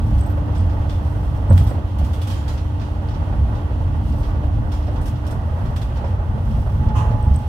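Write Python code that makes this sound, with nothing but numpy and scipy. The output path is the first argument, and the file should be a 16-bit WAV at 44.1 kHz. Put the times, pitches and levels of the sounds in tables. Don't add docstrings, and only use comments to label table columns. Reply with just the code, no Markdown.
import sys
import numpy as np
from scipy import signal
from scipy.fft import rfft, irfft, next_fast_len
from scipy.io import wavfile
from scipy.ndimage import uniform_filter1d, minimum_filter1d, map_coordinates

SR = 44100
rng = np.random.default_rng(int(sys.argv[2]) if len(sys.argv) > 2 else 0)


def store_pcm(level_fs):
    pcm = np.round(np.clip(level_fs, -1, 1) * 32767).astype(np.int16)
    wavfile.write(sys.argv[1], SR, np.atleast_2d(pcm).T)


N = 329858

# f/Hz, level/dB
BODY_SPECTRUM = [(9.4, -50), (16, -34), (37, -5), (81, 2), (100, -1.5), (130, -10), (152, -12),
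                 (173, -20.5), (212, -16.5), (262, -23.5), (275, -21), (360, -47), (600, -120)]


def tyres(rumble_gain_db=3, roar_gain_db=1, grain_db=1.08):
    # t/s, rumble level/dB, roar level/dB
    ride = [(0.0, -20.5, -37.5), (1.33, -22.5, -39), (1.62, -17, -34.5), (1.79, -24, -40), (2.23, -23, -39),
            (2.71, -24.5, -41.5), (3.27, -23.5, -37.5), (4.06, -21, -39.5), (4.73, -21.5, -39),
            (5.54, -23, -37.5), (6.35, -23, -38.5), (6.77, -19, -38.5), (7.02, -21.5, -35),
            (7.48, -22.5, -41)]
    # f/Hz, level/dB
    tread_spectrum = [(190, -45), (330, 0.5), (359, 0), (386, -3), (615, 0.5), (744, -3.5), (864, 1),
                      (1020, -7.5), (1170, -9), (1360, -13.5), (1470, -13), (1690, -19.5), (1950, -17),
                      (2120, -29.5), (2400, -26), (3120, -36), (5280, -120)]
    # t/s, level/dB
    air_swells = [(0.0, -55.5), (2.06, -55.5), (2.19, -53.5), (2.41, -54), (2.54, -55.5), (5.73, -56),
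                  (5.96, -53.5), (6.21, -57), (7.48, -55.5)]
    # f/Hz, level/dB
    air_spectrum = [(1240, -30.5), (2100, -1), (2300, -8.5), (2770, 0.5), (3170, -0.5), (3560, -4.5),
                    (4980, -12), (5930, -14), (6560, -16), (8430, -19), (9970, -20), (10900, -18.5),
                    (13300, -24.5), (15500, -29)]
    body_db, tread_db = curves(ride)
    air_db, = curves(air_swells)
    boom = cabin_noise(BODY_SPECTRUM, N)
    boom /= np.sqrt(np.abs(uniform_filter1d(boom.mean(0) ** 2, size=5000)))
    roar_db = tread_db + roar_gain_db + grain_db * wobble(70) + 0.67 * wobble(9)
    roar = amp(roar_db) * cabin_noise(tread_spectrum, N)
    hiss = amp(air_db + 0.93 * wobble(25)) * cabin_noise(air_spectrum, N, ripple_db=2)
    rumble = amp(body_db + rumble_gain_db + 0.84 * wobble(9)) * boom
    return rumble + roar + hiss


def joints(far_edge_s=0.043, far_edge_db=0.4, far_edge_pitch=0.93, shake_db=-6):
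    # t/s, level/dB, f/Hz
    thumps = [(0.123, -15.5, 68.6), (0.6, -17.5, 89.7), (1.498, -8.5, 94.6), (1.993, -15.5, 73),
              (3.385, -14, 72), (6.09, -21, 100.4), (6.965, -18.5, 114), (7.085, -20, 118),
              (7.268, -11.5, 71.8)]
    # ratio to the thump's pitch, level/dB, t60/s
    body_modes = [(0.7, -6, 0.12), (0.999, 8, 0.28), (1.35, -13, 0.28), (2.1, -5, 0.15),
                  (2.501, -11, 0.091)]
    # f/Hz, gain/dB
    shake_tilt = [(90, 1), (200, 7)]
    # t/s, level/dB
    knocks = [(0.371, -29), (0.48, -30), (1.506, -21), (1.708, -26.5), (1.745, -30.5), (1.781, -30.5),
              (2.01, -29.5), (3.326, -26.5), (3.708, -33), (4.437, -30), (4.88, -29), (6.04, -24.5),
              (6.375, -29.5), (6.663, -30.5)]
    # f/Hz, level/dB
    panel_spectrum = [(200, -20), (330, 6), (450, 0.5), (560, 10), (740, 0.5), (880, -2.5), (1200, -8.5),
                      (2000, -20.5), (5000, -36.5), (9000, -67)]
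    out, t = np.zeros((2, N)), np.arange(SR // 2) / SR
    for s, db, hz in thumps:
        for delay, edge_db, pitch in [(0, 0, 1), (far_edge_s, far_edge_db, far_edge_pitch)]:
            modes = [(ratio * pitch * hz, level, t60) for ratio, level, t60 in body_modes]
            thump = ring(modes, t, attack=0.0053, scatter_db=1)
            add(out, s + delay, amp(db + edge_db) * pan(-1.5) * thump)
        shake = cabin_noise(BODY_SPECTRUM, len(t), lambda hz: along(shake_tilt, hz))
        add(out, s, amp(db + shake_db) * fade(t, attack=0.0087, t60=0.68) * shake)
    for s, db in knocks:
        add(out, s, amp(db) * fade(t, attack=0.0015, t60=0.14) * cabin_noise(panel_spectrum, len(t)))
    return out


def drive_hum(hz=297.2, gain_db=-1, cut_s=5.31, fall_db_per_s=140):
    # t/s, level/dB
    hum_levels = [(0.0, -38.5), (0.47, -34.5), (0.53, -36.5), (2.29, -40), (2.91, -38), (3.47, -41.5),
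                  (3.59, -37.5), (5.3, -38)]
    hum_db = curves(hum_levels)[0] + gain_db - fall_db_per_s * since(cut_s)
    return amp(hum_db + 0.21 * wobble(9.2)) * tone(hz + 0.4 * wobble(6.3), lean_db=-6, lag=0.88)


def motor_whine(brake_s=6.79, start_hz=859, sag_hz_per_s=28.3, level_db=-37, ease_s=7.29, ease_db=-7):
    hz = start_hz - sag_hz_per_s * since(brake_s)
    whine_db = level_db + ease_db * ramp(ease_s, 0.02) + 0.9 * wobble(20)
    return ramp(brake_s, 0.04) * amp(whine_db) * tone(hz + wobble(20), lean_db=-9, lag=0.55)


def brake_valve(open_s=6.94, attack_s=0.027, hold_s=0.023, fall_db_per_s=93, duct_db=-34, jet_db=-34.5):
    # f/Hz, level/dB
    puff_spectrum = [(500, -34), (850, -21), (947, -2), (1040, -2.5), (1260, -9), (1530, -36),
                     (1670, -18.5), (2360, -25), (2730, -14.5), (4620, -34.5), (6710, -26.5), (7380, -34),
                     (8950, -33), (10600, -39), (15000, -44)]
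    pressure = ramp(open_s, attack_s) * amp(-fall_db_per_s * since(open_s + attack_s + hold_s))
    air = cabin_noise(puff_spectrum, N)
    duct = signal.sosfiltfilt(signal.butter(4, 1900, fs=SR, output="sos"), air)
    jet = np.sqrt(pressure) * (air - duct)
    return pressure * (amp(duct_db) * duct + amp(jet_db) * jet)


def bag(gain_db=1, crackle_db=0.6, ring_db=5.5, ring_width_hz=130):
    # t/s, level/dB, treble shelf/dB, t60/s, ring f/Hz
    sharp_creases = [(0.178, -51, -1, 0.43, 8100), (0.549, -47, -8, 0.42, 5200),
                     (0.893, -43.5, -11, 0.33, 3570), (1.523, -45.5, 1, 0.51, 14700),
                     (1.572, -42, -2, 0.4, 3300), (1.667, -45.5, 2, 0.29, 8600),
                     (1.984, -44.5, -1, 0.14, 11900), (2.042, -47.5, -3, 0.39, 12300),
                     (2.131, -43.5, -2, .26, 3500), (2.215, -39.5, -2.5, 0.2, 3370),
                     (2.27, -40.5, -1, .29, 8540), (2.3, -40.5, -6, 0.6, 3240),
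                     (2.478, -41, -6, 0.45, 6960), (2.575, -45.5, -17, .25, 5900),
                     (2.812, -47, -16, 0.43, 3980), (3.084, -48, -14, .35, 5450),
                     (4.23, -49, -16.5, 0.44, 5900), (4.717, -42.5, -6, 0.34, 5360),
                     (5.011, -49.5, 4, 0.23, 8500), (5.055, -43, 2, 0.21, 5640), (5.078, -44, 2, .13, 5650),
                     (5.265, -45, 2.5, 0.17, 5640), (5.306, -45, 1, 0.21, 5400),
                     (5.761, -39, -3.5, .16, 3440), (5.814, -41, -6, .19, 3460),
                     (5.969, -47.5, -9, 0.14, 3540), (6.044, -52.5, -10, 0.4, 5400),
                     (6.885, -45.5, -19, .09, 3530), (7.338, -49, 0, 0.23, 12700)]
    # f/Hz, level/dB
    crinkle_spectrum = [(1290, -2.5), (2200, -6.5), (3340, -2.5), (3870, -7), (5500, -7.5), (7500, -12.5),
                        (8550, -8.5), (9990, -14), (11800, -11), (15500, -19.5)]
    out, t = np.zeros((2, N)), np.arange(SR // 3) / SR
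    for s, db, treble_db, t60, ring_hz in sharp_creases + faint_creases():
        def colour_db(hz):
            shelf = treble_db * np.clip(hz / 5000 - 1, 0, 1)
            resonance = ring_db / (1 + ((hz - ring_hz) / ring_width_hz) ** 2)
            return shelf + resonance
        crease = cabin_noise(crinkle_spectrum, len(t), colour_db, ripple_db=3)
        add(out, s, amp(db + gain_db) * fade(t, attack=0.0016, t60=t60) * crease)
    return out * unit(amp(crackle_db * wobble(500)))


def faint_creases(per_s=2.5, db=-50.5, scatter_db=2.5, treble_db=-15.5, t60=0.2, ring_hz=(3330, 5600)):
    draws = rng.random((round(per_s * N / SR), 3))
    low, high = ring_hz
    return [(when * N / SR, db + scatter_db * (1 - 2 * softness), treble_db, t60, low + pitch * (high - low))
            for when, softness, pitch in draws]


def fittings(gain_db=-4, scrape_db=-12, bounce_s=0.027, bounce_loss_db=9, click_s=1.578, click_db=-23.5):
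    # t/s, level/dB, f/Hz, t60/s
    chinks = [(0.209, -37, 8200, 0.032), (0.261, -43, 8170, 0.033), (0.264, -52, 13200, .08),
              (0.298, -47.5, 12600, .09), (0.581, -44, 8200, .03), (0.897, -50.5, 3460, 0.14),
              (0.947, -49, 3500, .12), (1.5, -40, 8200, 0.044), (1.585, -47, 8200, .04),
              (1.638, -48, 13100, .06), (1.702, -44, 8200, .04), (2.375, -56, 7050, .25),
              (5.274, -46, 5500, .06), (7.225, -46.5, 8300, 0.025), (7.36, -36, 8250, 0.03)]
    # ratio to the chink's pitch, level/dB, share of its t60
    metal_modes = [(0.982, 2.5, 0.8), (1, 3, 1), (1.03, -8, 0.76), (1.79, -14, 0.6)]
    # f/Hz, level/dB
    click_spectrum = [(400, -23), (800, 7), (1700, 6.5), (2800, 1.5), (4500, -3), (6500, -14), (9000, -7.5),
                      (13000, -9), (16000, -3)]
    out, t = np.zeros((2, N)), np.arange(SR // 4) / SR
    left, right = pan(5), pan(-6)
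    for s, db, hz, t60 in chinks:
        modes = [(ratio * hz, level, share * t60) for ratio, level, share in metal_modes]
        for bounce in range(3):
            metal = ring(modes, t, attack=0.00082, scatter_db=2)
            scrape = amp(scrape_db) * fade(t, attack=0.001, t60=0.05) * rng.standard_normal((2, len(t)))
            hit_s = s + bounce * bounce_s * rng.uniform(0.74, 1.3)
            add(out, hit_s, amp(db + gain_db - bounce * bounce_loss_db) * left * (metal + scrape))
    out *= amp(2.2 * wobble(300))
    click = fade(t, attack=0.00037, t60=0.011) * cabin_noise(click_spectrum, len(t))
    add(out, click_s, amp(click_db) * right * click)
    return out


def auxiliaries(fan_hz=1135, fan_db=-60, drone_hz=217, drone_db=-45):
    fan = amp(fan_db + 2.5 * wobble(5)) * tone(fan_hz + 3 * wobble(14), lean_db=-8, lag=0.8)
    drone = amp(drone_db + 4 * wobble(5.6)) * tone(drone_hz + 7 * wobble(22), lean_db=0, lag=0.65)
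    return fan + drone


def cloth(rest_db=-69, grain_db=2):
    # centre t/s, length/s, level/dB
    strokes = [(0.15, 0.78, -63.5), (1.15, 1.4, -63.5), (2.2, .4, -64), (3.45, 0.43, -70),
               (4.153, 0.35, -59), (4.9, 0.79, -68), (5.702, 0.75, -66), (6.593, 0.69, -62),
               (7.4, 0.77, -62.5)]
    # f/Hz, level/dB
    brush_spectrum = [(2000, -34), (3300, -5.5), (5500, 1.5), (7400, -9), (8500, 0.5), (10000, -7.5),
                      (12200, -3), (15800, -10)]
    t = np.arange(N) / SR
    rub = sum(amp(db) * np.cos(np.pi * np.clip((t - s) / length, -.5, .5)) for s, length, db in strokes)
    grain = amp(1.4 * wobble(30) + grain_db * wobble(400))
    return np.hypot(rub, amp(rest_db)) * grain * cabin_noise(brush_spectrum, N, ripple_db=-0.5)


def cabin_noise(spectrum, size, colour_db=lambda hz: 0, ripple_db=0):
    # f/Hz, side minus mid/dB
    cabin_width = [(60, -16.5), (110, -21.5), (200, -8.5), (380, -9.5), (700, -6.5), (1290, 3.5), (2380, 0),
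                   (4400, 0), (8120, 0.5), (15000, -0.5)]
    # f/Hz, left minus right/dB
    cabin_lean = [(60, -1), (110, -0.5), (200, 0), (380, 0), (700, -5.5), (1290, -8), (2380, 0),
                  (4400, -3.5), (8120, 1.0), (15000, 5)]
    m = next_fast_len(size)
    hz = np.fft.rfftfreq(m, 1 / SR)
    knots = np.arange(0, SR, 55)
    combs = np.array([np.interp(hz, knots, row) for row in rng.standard_normal((2, len(knots)))])
    mid, diffuse = rfft(rng.standard_normal((2, m))) * amp(along(spectrum, hz) + colour_db(hz))
    width, balance = amp(along(cabin_width, hz)) ** 2, amp(along(cabin_lean, hz)) ** 2
    lean = (1 + width) / 2 * (balance - 1) / (balance + 1)
    side = lean * mid + np.sqrt(np.maximum(width - lean ** 2, 0)) * diffuse
    pair = irfft(np.array([mid + side, mid - side]) * amp(ripple_db * combs), m)[:, :size]
    return pair / np.std(pair.mean(0))


def tone(hz, lean_db, lag):
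    phase = 2 * np.pi * np.cumsum(hz) / SR
    return np.sqrt(2) * pan(lean_db) * np.sin(phase + np.array([[lag], [-lag]]) / 2)


def ring(modes, t, attack, scatter_db):
    return sum(amp(db + scatter_db * rng.normal()) * np.sin(2 * np.pi * hz * t) * fade(t, attack, t60)
               for hz, db, t60 in modes)


def fade(t, attack, t60):
    return (1 - np.exp(-t / attack)) * np.exp(-np.log(1000) * t / t60)


def wobble(rate):
    knots = rng.standard_normal(int(N * rate / SR) + 4)
    at = np.arange(0, N + 20, 20)
    return np.interp(np.arange(N), at, map_coordinates(knots, [at * rate / SR]))


def curves(rows):
    s, *columns = np.transpose(rows)
    return [np.interp(np.arange(N) / SR, s, column) for column in columns]


def along(points, hz):
    f, db = np.transpose(points)
    return np.interp(np.log(hz + 1), np.log(f + 1), db)


def since(s):
    return np.maximum(np.arange(N) / SR - s, 0)


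def ramp(s, length):
    return np.minimum(since(s) / length, 1)


def amp(db):
    return np.exp(np.asarray(db) * np.log(10) / 20)


def unit(x):
    return x / np.sqrt(np.mean(x ** 2) + 1e-20)


def pan(lean_db):
    return amp(np.array([[lean_db], [-lean_db]]) / 2)


def add(track, s, sound):
    part = track[:, max(round(s * SR), 0):][:, :sound.shape[-1]]
    part += sound[..., :part.shape[-1]]


def scene():
    train = tyres() + drive_hum() + motor_whine() + auxiliaries() + joints()
    cabin = bag() + cloth() + fittings()
    return train + cabin + brake_valve()


def record(dry, ceiling=0.94, top_hz=15750):
    gain = 1 / np.maximum(np.abs(dry).max(0) / ceiling, 1)
    limited = dry * uniform_filter1d(minimum_filter1d(gain, size=900), size=700)
    m = next_fast_len(N + SR // 2)
    passband = np.fft.rfftfreq(m, 1 / SR) < top_hz
    return irfft(rfft(limited, m) * passband, m)[:, :N]


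dry = scene()
out = record(dry)
store_pcm(out)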